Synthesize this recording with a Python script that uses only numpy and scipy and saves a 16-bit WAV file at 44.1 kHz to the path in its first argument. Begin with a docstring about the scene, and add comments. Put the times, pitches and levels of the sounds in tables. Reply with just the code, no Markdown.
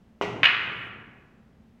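"""A break shot in a quiet, hard-walled billiard hall, the microphone at the foot of the table.
Over faint ventilation the cue knocks the cue ball and rings briefly. The ball runs down the cloth
and bursts the rack in a volley of clacks, and the recorder's gain ducks. The balls rumble over the
slate and thud into the cushions while the hall rings out and the gain creeps back."""
import sys
import numpy as np
from scipy import signal
from scipy.fft import rfft, irfft
from scipy.io import wavfile
from scipy.ndimage import uniform_filter1d, minimum_filter1d

SR = 44100
rng = np.random.default_rng(int(sys.argv[2]) if len(sys.argv) > 2 else 0)


def generate_wav(sig):
    """Save sig (samples, or channels by samples) to the path in sys.argv[1] as 16-bit PCM at SR."""
    pcm = np.round(np.clip(np.atleast_2d(sig).T, -1, 1) * 32767).astype(np.int16)
    wavfile.write(sys.argv[1], SR, pcm)


N = 79380
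TIME_S, FREQ_HZ = np.arange(N) / SR, np.fft.rfftfreq(N, 1 / SR)


def rack(hall, burst_s=.433):
    """The pack bursts: each collision is one short pulse, scattered by the table and the hall."""
    # ball against ball: start_s, level_db, pitch_ratio
    collisions = [(0.4319, -2, 0.97), (0.4336, -3.5, 1.1), (0.4354, -5, 0.93), (0.4374, -9, 1),
                  (0.4413, -5.5, 1.1), (.4421, -3.5, 1), (0.4443, -9, 1.05), (0.4456, -6.5, 1.05),
                  (0.4505, -3.5, 1), (0.4537, 1, 1.1), (.4549, 4, 1.1), (0.4573, 3.5, 1.08),
                  (0.459, 1.5, 1.08), (.4600, -1, 1.05), (.4700, -9, 0.81), (0.4717, -4, .95),
                  (0.4895, -7.5, 1.05), (0.4927, -7, 1.1), (0.499, -5, .9), (0.5111, -9, 0.87),
                  (0.5332, -8.5, .95), (0.5481, -11.5, .95), (0.5678, -6.5, .95)]
    clacks, jostle, fizz = np.zeros((3, N))
    for start_s, level_db, pitch_ratio in collisions:
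        add(clacks, start_s, amp(level_db) * clack(pitch_ratio))
    # collisions deep in the pack reach the microphone only by way of the hall
    count, spread_s, fade_db_per_s = 16, .06, 71.5
    for k, (jitter, contact) in enumerate(rng.random((count, 2))):
        late_s = spread_s * (k + jitter) / count
        add(jostle, burst_s + late_s, amp(-2.5 - fade_db_per_s * late_s) * clack(.9 + .15 * contact))
    slate_and_rails = rng.standard_normal(N) * decay(t60_s=.027)
    scatter = amp(-5.5) * convolve(clacks, slate_and_rails / np.linalg.norm(slate_and_rails))
    # faint fizz on top of the first crack: freq_hz, level_db
    fizz_colour = [(1500, -30), (4500, -0.5), (8000, -4.5), (16000, -2.5)]
    add(fizz, burst_s, amp(-52) * noise(fizz_colour) * decay(t60_s=.24))
    return clacks + scatter + convolve(amp(.5) * clacks + jostle, hall) + fizz


def clack(pitch_ratio, centre_hz=2320, width_hz=1900):
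    """Two balls meet in a pulse of two or three cycles; a shorter contact sounds higher."""
    # one hard resin contact: freq_hz, level_db
    colour = [(100, -45.5), (300, -29), (600, -24), (900, -16), (1300, -5), (2000, -2.5), (2750, 0),
              (3300, -12), (4300, -23.5), (5200, -37), (6200, -39.5), (8000, -59.5), (16000, -70.5)]
    radius = np.exp(-np.pi * width_hz / SR)
    poles = [1, -2 * radius * np.cos(2 * np.pi * centre_hz * pitch_ratio / SR), radius ** 2]
    return signal.lfilter(poles[::-1], poles, impact(colour, pitch_ratio))   # all-pass spreads the pulse


def cue(hall, start_s=.2128):
    """One dull knock, a bright tick thrown at the walls, and the shaft ringing after it."""
    # knock of the leather tip: freq_hz, level_db
    knock_colour = [(60, -26.5), (150, -9), (480, 0), (1000, -2), (1500, -7), (1800, -22), (2500, -19.5),
                    (3500, -40), (6000, -52.5), (16000, -63)]
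    # tick of the shaft, heard off the walls: freq_hz, level_db
    tick_colour = [(300, -27), (1700, -12), (2100, 0), (2850, -2.5), (3500, -12.5), (4800, -21.5),
                   (6100, -20), (8000, -34), (10000, -43), (16000, -45)]
    # ring of the shaft: pitch_hz, level_db, t60_s
    shaft_modes = [(412, -30.5, .3), (1062.7, -35.5, .1), (1937, -37.5, .45), (2108, -42, .3),
                   (2882, -34.5, .18), (3126, -45.5, .35)]
    knock, tick, ring = np.zeros((3, N))
    add(knock, start_s, amp(-10.5) * impact(knock_colour))
    add(tick, start_s, amp(-11.5) * impact(tick_colour))
    for pitch_hz, level_db, t60_s in shaft_modes:
        add(ring, start_s, amp(level_db) * np.sin(2 * np.pi * pitch_hz * TIME_S) * decay(t60_s))
    return knock + ring + convolve(amp(2) * knock + tick + amp(-5) * ring, hall)


def cushions(hall):
    """Soft blows on the rails set the table body booming."""
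    # balls into the rubber cushions: start_s, level_db
    blows = [(0.439, -25.5), (.53, -27.5), (.605, -26.5), (.675, -24.5), (.87, -37.5), (.96, -38.5),
             (1.09, -45), (1.16, -46)]
    # one thud: freq_hz, level_db
    colour = [(40, -22.5), (80, -3.5), (120, -0.5), (190, -3), (280, -4), (420, -3), (800, -8.5),
              (1500, -28), (5000, -70.5)]
    thuds, pulse = np.zeros(N), impact(colour)
    for start_s, level_db in blows:
        add(thuds, start_s, amp(level_db) * pulse)
    return thuds + amp(1.5) * convolve(thuds, hall)


def rolling(slate_hz=116, width_hz=10):
    """Low rumble with the boom of the slate, fading as the balls slow."""
    # rise and fall of the rumble: time_s, level_db
    levels = [(.21, -72), (.24, -40.5), (.4, -41.5), (.5, -42), (.7, -46.5), (.95, -56), (1.25, -64),
              (1.8, -73)]
    # balls on cloth and slate: freq_hz, level_db
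    colour = [(30, -32), (65, -6), (90, -6.5), (120, -3.5), (180, 0.5), (280, -3), (420, -1), (550, -13),
              (750, -11), (1500, -20.5), (4000, -42.5), (16000, -66)]
    rumble = noise(colour)
    boom = signal.lfilter(*signal.iirpeak(slate_hz, slate_hz / width_hz, fs=SR), rumble)
    envelope = amp(np.interp(TIME_S, *np.transpose(levels)))
    return envelope * (rumble + amp(-5.5) * boom / boom.std())


def ventilation():
    """Room tone: the steady low rush of the hall's ventilation."""
    # moving air: freq_hz, level_db
    colour = [(25, -11), (65, 0.5), (120, -4.5), (160, -3.5), (225, 3), (320, -14.5), (700, -17.5),
              (1000, -24), (2500, -28.5), (4000, -36.5), (6500, -41.5), (10000, -48), (16000, -49.5)]
    return amp(-57) * noise(colour)


def hall_response(band_count=14, gap_s=.0019, build_s=.0046):
    """Hard walls return quick early reflections over a long tail whose treble dies first."""
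    # reverberation time of the hall: freq_hz, t60_s
    tail_times = [(80, 1.5), (400, 1.04), (1000, 1.17), (2000, 1.015), (3000, 0.83), (4500, .68),
                  (8000, 0.68), (16000, .35)]
    white = rfft(rng.standard_normal(N))
    centres_hz = np.geomspace(80, 16000, band_count)
    bands = [irfft(white * at_hz(np.c_[centres_hz, share], FREQ_HZ), N) for share in np.eye(band_count)]
    build = 1 - np.exp(-np.maximum(TIME_S - gap_s, 0) / build_s)
    early = amp(6.5) * decay(t60_s=.16)
    fades = [build * np.hypot(early, decay(t60_s)) for t60_s in at_hz(tail_times, centres_hz)]
    return sum(band * fade for band, fade in zip(bands, fades)) / np.linalg.norm(fades[band_count // 2])


def amp(db):
    """Decibels to gain."""
    return 10 ** (np.asarray(db) / 20)


def at_hz(points, hz):
    """Read a table along log frequency."""
    points_hz, values = np.transpose(points)
    return np.interp(np.log(np.maximum(hz, 1)), np.log(points_hz), values)


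def decay(t60_s):
    """Envelope that falls by 60 dB in t60_s."""
    return np.exp(-np.minimum(np.log(1000) * TIME_S / t60_s, 60))


def convolve(x, response):
    """Play x through a response."""
    return signal.fftconvolve(x, response)[:N]


def add(track, start_s, sound):
    """Mix a sound in at a time."""
    i = max(int(start_s * SR), 0)
    track[i:i + len(sound)] += sound[:max(N - i, 0)]


def noise(colour):
    """Steady noise of a given colour, rms 1."""
    x = irfft(rfft(rng.standard_normal(N)) * amp(at_hz(colour, FREQ_HZ)), N)
    return x / x.std()


def impact(colour, pitch_ratio=1, size=4096):
    """The tightest causal pulse with a given colour, peak 1."""
    spectrum = amp(at_hz(colour, np.fft.rfftfreq(size, 1 / SR) / pitch_ratio))
    cepstrum = irfft(np.log(spectrum))
    cepstrum[1:size // 2] *= 2   # fold to minimum phase
    cepstrum[size // 2 + 1:] = 0
    pulse = irfft(np.exp(rfft(cepstrum)))
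    return pulse / np.abs(pulse).max()


def scene():
    """The shot and the room tone at one microphone at the foot of the table."""
    hall = hall_response()
    return (cue(hall) + rack(hall) + cushions(hall) + rolling() + ventilation())[None]


def record(dry):
    """The recorder's gain ducks just ahead of the peak, holds, then creeps back, hissing faintly."""
    limit_db, recovery_db_per_s = -12.5, 18.5
    window_s, attack_s, hold_s = .014, .003, .12
    power = uniform_filter1d(dry[0] ** 2, int(window_s * SR))
    over_db = np.maximum(10 * np.log10(np.abs(power) + 1e-12) - limit_db, 0)
    hold_samples = 2 * int(hold_s * SR / 2) + 1
    held_db = -minimum_filter1d(-over_db, hold_samples, origin=hold_samples // 2, mode="constant")
    ramp_db = recovery_db_per_s * TIME_S
    released_db = np.maximum.accumulate(held_db + ramp_db) - ramp_db
    ahead_db = np.interp(TIME_S + attack_s, TIME_S, released_db)
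    duck_db = uniform_filter1d(ahead_db, int(2 * attack_s * SR))
    # hiss while the gain is down: freq_hz, level_db
    hiss_colour = [(1000, -1.5), (6000, -1), (10000, -6.5), (16000, -9.5)]
    hiss = amp(-72.5) * noise(hiss_colour) * np.tanh(2 * duck_db)
    top_cut = signal.cheby2(16, 60, 16500, fs=SR, output="sos")   # 60 dB down from 16.5 kHz
    return signal.sosfilt(top_cut, (dry + hiss) * amp(-duck_db))


dry = scene()
out = record(dry)
generate_wav(out)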